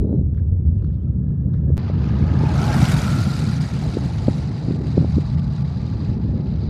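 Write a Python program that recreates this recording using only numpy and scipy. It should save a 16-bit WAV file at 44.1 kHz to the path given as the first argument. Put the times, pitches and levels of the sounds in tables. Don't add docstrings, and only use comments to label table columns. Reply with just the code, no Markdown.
import sys
import numpy as np
from scipy import signal
from scipy.fft import rfft, irfft, next_fast_len
from scipy.io import wavfile
from scipy.ndimage import uniform_filter1d

SR = 44100
rng = np.random.default_rng(int(sys.argv[2]) if len(sys.argv) > 2 else 0)


def generate_wav(signal):
    frames = np.transpose(np.atleast_2d(signal))
    scaled = np.clip(frames, -1, 1) * 32767
    pcm = np.round(scaled).astype(np.int16)
    wavfile.write(sys.argv[1], SR, pcm)


def elevation(decibels):
    levels = np.asarray(decibels, float)
    return 10 ** (levels / 20)


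N = 295029

# (time [s], push height [full scale], push width [ms], rebound share [1])
GUST_PUSHES = [(.05, 0.12, 0.79, .05), (0.1275, 0.023, 0.51, .01), (0.129, -0.18, 0.65, 0.05),
               (.131, 0.11, 1.5, .01), (0.1405, 0.29, 1.0, 0.0096), (.143, -0.13, 1.14, .01),
               (.148, 0.16, 0.89, 0.28), (0.214, 0.24, 1.3, 0.1), (.841, 0.083, 1.14, .48),
               (1.704, 0.17, 0.84, .48), (1.9, 0.13, 0.62, .48), (2.227, 0.18, 1.06, 0.55),
               (2.317, 0.46, 1.94, .48), (2.437, 0.28, 0.89, .48), (2.828, 0.49, 1.4, .01),
               (2.8314, -0.51, 1.7, .01), (2.835, 0.53, 1.7, .01), (3.9715, 0.43, 0.83, 0.12),
               (4.2823, 0.47, .7, .01), (4.2839, 1.05, 1.01, 0.05), (4.2865, -0.32, 0.69, .01),
               (4.2885, 0.046, 1.2, .01), (4.292, .3, 1.9, .01), (4.413, 0.051, 1.3, .2),
               (4.462, 0.084, 1.8, .2), (4.51, 0.081, 1.13, .2), (4.71, 0.32, 1.03, 0.37),
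               (4.973, 0.26, 0.89, .01), (4.978, 0.23, 0.83, .01), (4.9793, -0.36, 0.64, .01),
               (4.9813, 0.69, 1.54, 0.05), (4.9857, -0.31, 1.6, .01), (5.0057, 0.39, 1.9, 0.2),
               (5.013, .25, 1.4, .1), (5.0447, 0.25, 1.3, .05), (5.0467, -0.15, 0.53, .05),
               (5.17, 0.44, 1.5, .05), (5.18, 0.31, 1.34, .1), (5.1836, 0.43, 0.96, 0.085),
               (6.476, 0.094, 2.3, 0.55)]
# (start [s], end [s])
SILENCE_S = (78070 / SR, 78441 / SR)
# (time [s], beat rate [1/s])
BEAT_RATE = [(0, 21.9), (1.76, 21.9), (1.8, 20), (3.6, 20.05), (4.3, 20.35), (4.9, 20.65), (5.5, 21.25),
             (6.1, 21.5), (6.69, 21.7)]
# (time [s], shade at 8 kHz [dB])
SHADE_DB = [(1.78, 0), (2.1, -4), (2.33, -6), (2.6, -1.5), (3.2, 1.5), (4, 3.5), (4.2, 3.5), (4.36, 6.5),
            (4.5, 2), (4.8, 4.5), (5.2, 5.5), (6.05, 7), (6.25, 0), (6.69, 6.5)]
SPEED_M_PER_S = 46


def rms(x):
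    return np.sqrt(np.mean(x ** 2) + 1e-20)


def rms_one(x):
    return x / rms(x)


def in_time(rows):
    s, *columns = np.transpose(rows)
    return [np.interp(np.arange(N) / SR, s, column) for column in columns]


def drift(rate_hz):
    r = np.exp(-80 * np.pi * rate_hz / SR)
    white = rng.standard_normal(N // 40 + 2002)
    slow = signal.lfilter([1], [1, -2 * r, r * r], white)[2000:]
    return np.interp(np.arange(N) / 40, np.arange(len(slow)), rms_one(slow))


def bumps(rows, half_s):
    marks = np.zeros(N)
    marks[[round(s * SR) for s, db in rows]] = np.array(rows)[:, 1]
    return signal.fftconvolve(marks, np.hanning(round(2 * half_s * SR)), "same")


def coloured(spectrum, edges_hz=(0, SR)):
    size = next_fast_len(N)
    hz = np.maximum(np.arange(size // 2 + 1) * SR / size, 1)
    point_hz, point_db = np.transpose(spectrum)
    gain = elevation(np.interp(np.log(hz), np.log(point_hz), point_db, left=-140, right=-140))
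    shaped = rfft(rng.standard_normal(size)) * gain / np.sqrt(np.mean(gain ** 2))
    return [irfft(shaped * (hz >= low) * (hz < high), size)[:N] for low, high in zip(edges_hz, edges_hz[1:])]


def whistle(hz, width_hz):
    lowpass = signal.butter(2, width_hz / 2, fs=SR, output="sos")
    slow = signal.sosfilt(lowpass, rng.standard_normal((2, N)))
    turn = 2 * np.pi * np.cumsum(hz * np.ones(N)) / SR
    return rms_one(slow[0] * np.cos(turn) + slow[1] * np.sin(turn))


def even(x, share, window_s):
    window = round(window_s * SR)
    power = uniform_filter1d(uniform_filter1d(x ** 2, window), window)
    return rms_one(x / (power + 1e-9) ** (share / 2))


def rumble():
    # (time [s], strength [dB], brightness [dB])
    carried = [(0, -20, -3), (.15, -23.5, -2), (.3, -23, -3.5), (.7, -22.5, -5.5), (1, -24, 0),
               (1.5, -22, 1.5), (1.75, -21.5, 0.5), (1.85, -21.5, 0), (2.3, -20, 1), (2.9, -21, 3),
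               (3.3, -24.5, 3.5), (3.8, -27.5, 4), (4.3, -25, 1), (4.6, -31, 7), (5, -21.5, 1),
               (5.4, -23.5, 1.5), (5.9, -26.5, 2), (6.69, -23.5, -0.5)]
    # (frequency [Hz], density [dB per Hz])
    deep_colour = [(25, -44.5), (40, 2), (55, 11.5), (70, 22), (90, 20.5), (110, 12), (140, -57),
                   (200, -78)]
    body_colour = [(80, -41), (105, -2), (140, 3), (180, -2.5), (230, -14), (270, -17.5), (340, -78),
                   (450, -79)]
    growl_colour = [(200, 3.5), (270, -4.5), (400, -11.5), (550, -19.5), (750, -34.5), (1200, -53.5),
                    (1800, -67.5)]
    # (centre [s], half length [s], rise [dB])
    rough_gusts = [(0.071, 0.14, 14), (0.404, 0.079, 1), (0.714, 0.15, 1.5), (1.2, .1, 0.5),
                   (1.5, 0.069, 4), (1.704, 0.1, 4), (2.3, 0.51, 8), (3.054, 0.38, 8), (3.456, 0.063, 3.5),
                   (4.005, 0.34, 6), (4.45, 0.18, 3), (4.754, 0.14, 10), (5.003, 0.051, 10.5),
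                   (6.45, 0.59, 6.5)]
    # (time [s], level [dB])
    deep_lumps = [(0.163, -2), (0.256, 2.5), (0.331, -1.5), (0.531, 2.5), (0.612, -2.5), (0.694, 2.5),
                  (1.1, 2.5), (1.3, 1), (1.358, -3), (1.442, 2.5), (1.506, 0), (1.65, 2), (1.739, 3.5),
                  (1.805, -5), (2.086, -3.5), (2.24, 3), (2.48, -1), (2.64, -3), (2.803, 4), (2.98, 1.5),
                  (3.238, 4.5), (3.313, -3), (3.4, 2), (3.5, 2.5), (3.7, 1), (3.79, 2), (3.884, 4),
                  (4.02, 2), (4.116, 0), (4.21, 3.5), (4.286, 3), (4.37, -4), (4.429, 4), (4.52, 2.5),
                  (4.592, -6), (4.658, 7), (4.714, -1), (4.8, 2.5), (4.977, 1.5), (5.17, 3.5), (5.229, -2),
                  (5.385, 2), (5.565, -11), (5.635, -2), (5.76, -0.5), (5.975, 3.5), (6.116, 3),
                  (6.177, -2), (6.308, 2), (6.431, -8), (6.54, 0.5)]
    body_lumps = [(0.186, 8), (0.279, 3.5), (0.329, -2), (0.569, -3.5), (0.608, 5), (0.68, 9.5),
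                  (0.812, -1), (0.859, 4), (1.016, -6), (1.19, 3.5), (1.247, 0.5), (1.361, -2),
                  (1.406, 1.5), (1.633, -4), (1.712, 4.5), (1.839, -7.5), (1.991, 0.5), (2.512, -4.5),
                  (2.832, -6.5), (2.946, 2.5), (3.02, -6), (3.211, 4), (3.565, 3.5), (3.694, -6),
                  (3.782, 2.5), (3.927, -5), (4.063, 3.5), (4.288, 2), (4.383, -0.5), (4.701, 5),
                  (4.993, 4), (5.073, -2.5), (5.259, -3.5), (5.349, 4.5), (5.605, 4.5), (5.719, -2),
                  (5.86, -1), (5.989, -11), (6.095, 5), (6.236, 4), (6.501, 5)]
    edge_lumps = [(.35, 1.5), (.75, 1.5), (1.05, -1), (1.45, -5), (1.6, -2.5), (1.75, -5.5), (1.85, -4),
                  (1.98, -4.5), (2.15, 0), (2.35, -1), (2.55, -4), (2.7, 5), (3.0, 2), (3.3, 3), (3.42, 6),
                  (3.55, 1.5), (3.75, 1), (4.13, -6), (4.4, -3), (4.52, 0.5), (4.88, 2), (5.3, 2.5),
                  (5.45, 2.5), (5.62, -6), (5.85, 2.5), (6.1, 2), (6.24, -2), (6.37, 6)]
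    growl_calm_db, growl_follows = -38, 0.089
    opening_db, opening_hz, opening_end_s = -54.5, 655, 0.15

    t = np.arange(N) / SR
    strength_db, bright_db = in_time(carried)
    gusts_db = sum(db * np.exp(-((t - s) / half_s) ** 4) for s, half_s, db in rough_gusts)
    lumps = drift(27)
    edge_db = bumps(edge_lumps, half_s=0.1)

    deep_db = strength_db - bright_db + 1.8 * bumps(deep_lumps, half_s=0.043)
    deep_db = deep_db + 0.37 * drift(14) + 0.35 * lumps
    deep = elevation(deep_db) * even(coloured(deep_colour)[0], share=1.0, window_s=0.059)

    slices = coloured(body_colour, (0, 150, 210, SR))
    low, middle, edge = (rms(band) * even(band, share=0.72, window_s=0.036) for band in slices)
    body_db = strength_db + bright_db + 1.14 * bumps(body_lumps, half_s=0.041)
    body_db = body_db + 0.55 * drift(7.6) + 0.97 * lumps
    body = elevation(body_db) * rms_one(low + middle + elevation(edge_db) * edge)

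    growl_db = growl_calm_db + growl_follows * (strength_db - strength_db.mean()) + gusts_db
    growl_db = growl_db + 0.3 * edge_db + 2.0 * drift(45) + 1.0 * lumps
    growl = elevation(growl_db) * even(coloured(growl_colour)[0], share=0.25, window_s=0.13)

    whip_level = elevation(opening_db + 4.2 * drift(45)) * np.exp(-(t / opening_end_s) ** 6)
    return deep + body + growl + whip_level * whistle(opening_hz, 380)


def thumps():
    out, t = np.zeros(N), np.arange(-1000, 2200) / SR
    rebound = np.sin(2 * np.pi * 128 * (t + 0.0017)) * np.exp(-((t - 0.004) / 0.0052) ** 2)
    for s, height, width_ms, share in GUST_PUSHES:
        u = (t / (width_ms / 1000 * 0.9)) ** 2
        push = (1 - u) * np.exp(-u / 2) - 0.043 * (1 - 7.2 * u) * np.exp(-5.5 * u / 2)
        at = round(s * SR) - 1000
        out[at:at + len(t)] += height * push + share * abs(height) * rebound
    foam = signal.butter(2, 4300, fs=SR, output="sos")
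    return signal.sosfiltfilt(foam, out)


def creaks():
    # (time [s], ring level [dB], ring frequency [Hz], snap level [dB])
    ticks = [(0.347, -50, 1500, -66), (.372, -57, 3100, -68), (.379, -44.5, 1650, -69),
             (0.389, -57, 1600, -73), (.397, -62, 1600, -68), (.516, -74, 2600, -78),
             (.754, -61, 1190, -67), (.784, -62.5, 2800, -67), (.797, -58, 2820, -72.5),
             (.812, -66, 2600, -73), (.825, -45, 1300, -66), (0.846, -40.5, 1300, -60.5),
             (.868, -64, 2700, -77), (.89, -66, 2800, -69), (.908, -65, 1700, -73), (.93, -70, 3300, -70),
             (.945, -70, 3500, -69), (.96, -71, 3000, -69), (.981, -71, 3200, -71), (1.003, -59, 1400, -71),
             (1.025, -67, 3300, -75), (1.035, -68, 3500, -74), (1.053, -62, 2470, -73),
             (1.072, -60, 1320, -76), (1.082, -60, 1320, -75), (1.118, -72, 2500, -78),
             (1.533, -61, 3560, -69), (1.538, -54, 3780, -62), (1.5425, -39.5, 1250, -67),
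             (1.55, -55, 1800, -69), (1.56, -52, 1900, -70), (1.566, -60, 3500, -68),
             (1.577, -49, 1700, -71), (1.585, -51, 1600, -67), (1.627, -60, 1320, -73.5)]
    # (centre [s], half length [s], level [dB])
    finger_rubs = [
        (.79, .03, -77.5),
        (.86, .03, -75),
        (.945, .025, -74),
        (1.03, 0.01, -77.5),
        (1.1, .015, -81),
        (0.386, .02, -78),
        (1.555, 0.035, -77),
    ]
    # (time [s], level [dB], frequency [Hz], half length [ms])
    squeaks = [(.347, -65, 3700, .7), (.365, -59, 1550, 1.2), (.382, -53.5, 1350, 2.2),
               (.388, -56, 2200, 1.5), (.3965, -53, 1600, 2.6), (.404, -60, 1700, 1.2),
               (.755, -67.5, 4300, 1.2), (.811, -61, 2550, 2.6), (.826, -64, 3900, 1.0),
               (.846, -56, 4400, .8), (.892, -70, 3050, 2.5), (.907, -60, 1700, 4.0),
               (.945, -69, 4400, 2.5), (.958, -69, 3450, 2.5), (1.005, -67, 3100, 2.5),
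               (1.03, -70, 3300, 3.0), (1.054, -62, 2470, 2.6), (1.075, -59, 1320, 4.5),
               (1.535, -54, 1550, 2.2), (1.543, -57, 3700, 1.1), (1.547, -54, 1900, 1.5),
               (1.558, -61, 4300, .9), (1.566, -54, 1800, 1.2), (1.577, -63, 5000, .9),
               (1.595, -55, 1350, 2)]
    ring_ms, snap_ms, rustle_db, rustle_ms = 0.71, 0.76, -10.5, 8.0

    out, t = np.zeros(N), np.arange(-400, 600) / SR
    t_ms = t * 1000
    band = signal.butter(2, [2000, 4800], "band", fs=SR, output="sos")
    grit = signal.sosfilt(band, rng.standard_normal((len(ticks), len(t))))
    snap_shape = np.exp(-abs(t_ms) / snap_ms) + elevation(rustle_db) * np.exp(-((t_ms - 3.0) / rustle_ms) ** 2)
    for (s, ring_db, hz, snap_db), snap in zip(ticks, grit):
        at = round(s * SR) - 400
        ring = np.exp(-(t_ms / ring_ms) ** 2) * np.sin(2 * np.pi * hz * t)
        out[at:at + len(t)] += elevation(ring_db) * ring + elevation(snap_db) * rms_one(snap) * snap_shape
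    for s, half_s, db in finger_rubs:
        shape = np.exp(-((np.arange(N) / SR - s) / half_s) ** 2)
        out += elevation(db + 3.6 * drift(120)) * shape * whistle(3500, 2600)
    for s, db, hz, half_ms in squeaks:
        at = round(s * SR) - 400
        out[at:at + len(t)] += elevation(db) * np.exp(-(t_ms / half_ms) ** 2) * np.sin(2 * np.pi * hz * t)
    return out


def far_air():
    # (frequency [Hz], density [dB per Hz])
    air_colour = [(500, -14), (800, 4), (1150, 0), (1300, 1), (1750, -11.5), (1900, -13), (2440, -22.5),
                  (3440, -18), (5800, -28), (8000, -42.5), (15500, -54.5)]
    air_db, air_rise_db_per_s, tone_start_db, tone_rise_db_per_s = -71.5, 5.5, -93, 13.5
    chirp_start_db, chirp_fade_db_per_s, chirp_end_s = -75.5, 19.5, 0.21
    throb_hz = 21.7

    t = np.minimum(np.arange(N) / SR, SILENCE_S[0])
    floor = elevation(air_db + air_rise_db_per_s * t + 1.6 * drift(40)) * coloured(air_colour)[0]
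    throb_db = 3.2 * np.cos(2 * np.pi * throb_hz * (t - 1.365))
    tone_db = tone_start_db + tone_rise_db_per_s * t + 1.5 * drift(8) + throb_db
    chirp_db = chirp_start_db - chirp_fade_db_per_s * t - 800 * np.maximum(t - chirp_end_s, 0)
    return floor + elevation(tone_db) * whistle(1680, 60) + elevation(chirp_db) * whistle(3920, 320)


def self_noise():
    steep = signal.ellip(10, 0.3, 50, 15400, fs=SR, output="sos")
    noise = signal.sosfilt(steep, rng.standard_normal(N))
    rise_db = 3.0 * (np.arange(N) / SR > SILENCE_S[1])
    gaps_db = bumps([(4.52, -3), (5.36, -5.5), (6.33, -6), (6.535, -11)], 0.015)
    return elevation(-84 + rise_db + 2.5 * drift(20) + gaps_db) * noise


def passing(lag_s=0):
    closest_s, closest_m, fall_db_per_decade = 2.817, 7.87, 17
    along_m = SPEED_M_PER_S * (np.arange(N) / SR - closest_s - lag_s)
    far_m = np.hypot(along_m, closest_m)
    return far_m, along_m, -fall_db_per_decade * np.log10(far_m / closest_m)


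def flutter(beat_db, second, fall_s, surge_s):
    # (time [s], level [dB])
    surges = [(1.886, 2), (1.925, -7), (1.946, -4), (1.967, -8), (1.997, -2), (2.069, 1.5), (2.093, 1),
              (2.626, 0.5), (2.694, -1.5), (2.77, -0.5), (2.798, -3), (2.92, 4), (2.954, -2.5), (3.057, -1),
              (3.249, -1), (3.35, -0.5), (3.396, 3.5), (3.448, -0.5), (3.554, 0), (3.596, -6.5),
              (3.612, 3.5), (3.686, -0.5), (3.722, -4), (3.945, 3.5), (4.057, 2.5), (4.115, -3),
              (4.502, -3), (4.779, -7.5), (4.805, -8), (4.827, -6), (4.845, 1), (4.943, -1.5), (5.126, 2.5),
              (5.149, 2.5), (5.212, 2.5), (5.33, 1.5), (5.364, -9), (5.408, -4), (5.422, -3.5), (5.46, -7),
              (5.496, -8.5), (5.566, 4.5), (5.637, -10), (5.655, 2.5), (5.729, -1), (5.96, -5),
              (6.014, 0.5), (6.096, 1), (6.19, -7), (6.334, -6), (6.425, -5), (6.573, -2)]
    turns = 2 * np.cumsum(in_time(BEAT_RATE)[0]) / SR + 1.6
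    at = np.flatnonzero(np.diff(np.floor(turns)))
    draws = rng.random((len(at), 2))
    early = (draws[:, 1] * 200).astype(int)
    strength = np.where(np.floor(turns[at + 1]) % 2, second, 1)
    marks = np.zeros(N)
    marks[np.maximum(at - early, 0)] = 2 * draws[:, 0] * strength
    sinking = signal.lfilter([1], [1, -np.exp(-1 / (fall_s * SR))], marks)
    beats = uniform_filter1d(sinking, size=90)
    return beat_db * (beats - uniform_filter1d(beats, size=6000)) + bumps(surges, surge_s)


def buzz():
    # (multiple of the firing rate [1], depth [dB])
    harmonics = [(1, .95), (2, .85), (3, .45)]
    turn = 8 * np.pi * np.cumsum(in_time(BEAT_RATE)[0]) / SR
    return sum(db * np.cos(k * turn) for k, db in harmonics)


def passing_hiss(shared_db):
    # (frequency [Hz], density [dB per Hz])
    hiss_colour = [(450, 1.5), (650, 8), (1000, 4), (1400, -0.5), (2000, -1.5), (3200, -6.5), (4200, -5),
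                   (6500, -7.5), (10000, -10.5), (13000, -12.5), (15300, -17), (15600, -26)]
    # (lower edge [Hz], level while ahead [dB], level once past [dB])
    shelves = [(7000, -4.5, -1.5), (8500, 8.5, -0.5), (10000, 8.5, -1.5), (11600, -2, -3.5)]
    # (lower edge [Hz], start [s], step [dB])
    closings = [
        (11600, 4.07, -6.5),
        (11600, 4.42, 3),
        (10000, 4.43, -3),
        (10000, 4.86, 0.5),
        (10000, 5.3, -4),
        (10000, 6.4, -3),
        (8500, 5.4, -0.5),
        (8500, 6.8, 0),
        (7000, 7.8, -1),
    ]
    # (frequency [Hz], width [Hz], loudest [s], half length [s], level [dB])
    pipe_notes = [(1232, 98, 2.37, .4, -48.5), (1644, 120, 2.36, .2, -50), (870, 85, 2.45, 0.066, -35.5),
                  (840, 34, 2.75, 0.14, -37.5), (1350, 110, 3.14, 0.11, -38), (1390, 60, 3.56, 0.13, -50),
                  (1454, 78, 2.92, .1, -42), (1410, 50, 3.3, .025, -42), (1295, 60, 2.6, 0.047, -35),
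                  (1600, 72, 2.75, 0.12, -43), (2310, 110, 2.87, 0.19, -44), (2330, 140, 3.54, .15, -56),
                  (3000, 900, 3.8, 0.38, -59), (670, 100, 2.62, 0.16, -38.5), (1170, 60, 5.45, 0.78, -57.5),
                  (1380, 53, 3.3, 0.11, -50.5), (4170, 1200, 1.95, .15, -62)]
    hiss_db = -28.5
    loss_near_db, loss_db_per_m, ahead_loss_db_per_m = -3, -0.1383, -0.5222
    dip_ahead_hz, dip_behind_hz, dip_depth_db, dip_octaves, dip_fills_m = 1990, 1014, -4.5, 0.15, 87

    t = np.arange(N) / SR
    far_m, along_m, spread_db = passing()
    shade_db = in_time(SHADE_DB)[0]
    level_db = hiss_db + spread_db + 0.33 * shade_db
    loss_db = shade_db + loss_near_db + loss_db_per_m * far_m + ahead_loss_db_per_m * (far_m - along_m) / 2
    roar_db = -2 + 2.5 * np.exp(-((t - 2.46) / 0.32) ** 4) + 4 * (1 + np.tanh((t - 3.72) / 0.047)) / 2
    dip_hz = dip_ahead_hz * (dip_behind_hz / dip_ahead_hz) ** ((1 + along_m / far_m) / 2)
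    dip_db = dip_depth_db * np.exp(-(far_m / dip_fills_m) ** 2)
    far_share = 1 - np.exp(-(far_m / 25.0) ** 2)

    edges_hz = [*np.geomspace(450, 7000, 21), 7700, 8500, 9200, 10000, 10800, 11600, 12500, 13500, 14500, 16000]
    hiss = 0
    for low, high, band in zip(edges_hz, edges_hz[1:], coloured(hiss_colour, edges_hz)):
        hz = np.sqrt(low * high)
        band_db = loss_db * np.clip(hz / 8000 - 0.15, 0, 2) ** 1.5
        for above_hz, ahead_db, past_db in shelves:
            if hz > above_hz:
                band_db = band_db + far_share * np.where(along_m < 0, ahead_db, past_db)
        for above_hz, s, db in closings:
            if hz > above_hz:
                band_db = band_db + db * np.clip((t - s) / 0.02, 0, 1)
        band_db = band_db + roar_db * np.clip((1200 - hz) / 350, 0, 1)
        band_db = band_db + dip_db * np.exp(-(np.log2(hz / dip_hz) / dip_octaves) ** 2)
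        unsteady_db = shared_db * np.clip(hz / 3000, 0.35, 1.1) * (1 + hz / 40000) + 2.65 * drift(75)
        hiss = hiss + elevation(band_db + unsteady_db) * band

    early_far_m, early_along_m, _ = passing(-0.34)
    sound_m_per_s = 343
    hollow_hz = 1554 / (1 + SPEED_M_PER_S / sound_m_per_s * early_along_m / early_far_m)
    hollow_db = -1.5 * np.maximum(-early_along_m, 0) - 37 + 1.37 * passing(0.055)[2]
    drone_db = 0.89 * roar_db - 45.5 + 0.56 * passing(-0.25)[2]
    out = elevation(level_db) * hiss + elevation(hollow_db) * whistle(hollow_hz, 190) + elevation(drone_db) * whistle(840, 55)
    for hz, width_hz, s, half_s, db in pipe_notes:
        out = out + elevation(db) * np.exp(-((t - s) / half_s) ** 2) * whistle(hz, width_hz)
    return out


def shrill_band(shared_db):
    # (frequency [Hz], width [Hz], level [dB])
    modes = [(4020, 580, -2), (4745, 450, -3)]
    pair = sum(elevation(db) * whistle(hz, width_hz) for hz, width_hz, db in modes)
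    level_db = in_time(SHADE_DB)[0] - 46 + 0.8 * passing(0.41)[2]
    return elevation(level_db + 1.0 * shared_db + 1.5 * drift(40)) * pair


def spliced(before, after, lows):
    # (time [s], height [full scale], frequency [Hz], direction in time [1])
    cut_swings = [
        (0, .1, 110, 1),
        (78069 / SR, .052, 150, -1),
        (78441 / SR, .118, 110, 1),
        ((N - 1) / SR, -.01, 110, -1),
    ]
    blip_s, blip_height, blip_half_s = 1.77385, 0.041, 0.0013
    t = np.arange(N) / SR
    for s, height, hz, way in cut_swings:
        since = np.maximum((t - s) * way, 0)
        hold = np.exp(-(since / 0.0014) ** 2) * ((t - s) * way > -0.5 / SR)
        swing = np.cos(2 * np.pi * hz * since) + 1.4 * np.sin(2 * np.pi * hz * since)
        lows = lows * (1 - hold) + hold * height * swing
    blip = blip_height * np.clip(1 - abs(t - blip_s) / blip_half_s, 0, 1)
    blip = blip * (1 + 0.12 * np.sin(2 * np.pi * 3800 * t))
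    return (lows + before) * (t < SILENCE_S[0]) + (lows + after) * (t >= SILENCE_S[1]) + blip


def scene():
    duck_db = -9.5 * np.tanh(bumps([(s, abs(height)) for s, height, *_ in GUST_PUSHES], half_s=0.013))
    lows = elevation(duck_db) * rumble() + thumps()
    before = creaks() + far_air()
    shared_db = flutter(beat_db=2.5, second=0.099, fall_s=0.0073, surge_s=0.015) + 1.0 * drift(140) + buzz()
    after = passing_hiss(shared_db) + shrill_band(shared_db)
    return spliced(before, after, lows + self_noise())[None]


def low_pass(x):
    return signal.sosfilt(signal.butter(12, 15360, fs=SR, output="sos"), x)


def record(dry):
    rounded = dry / (1 + abs(dry) ** 12) ** (1 / 12)
    return low_pass(rounded)


dry = scene()
out = record(dry)
generate_wav(out)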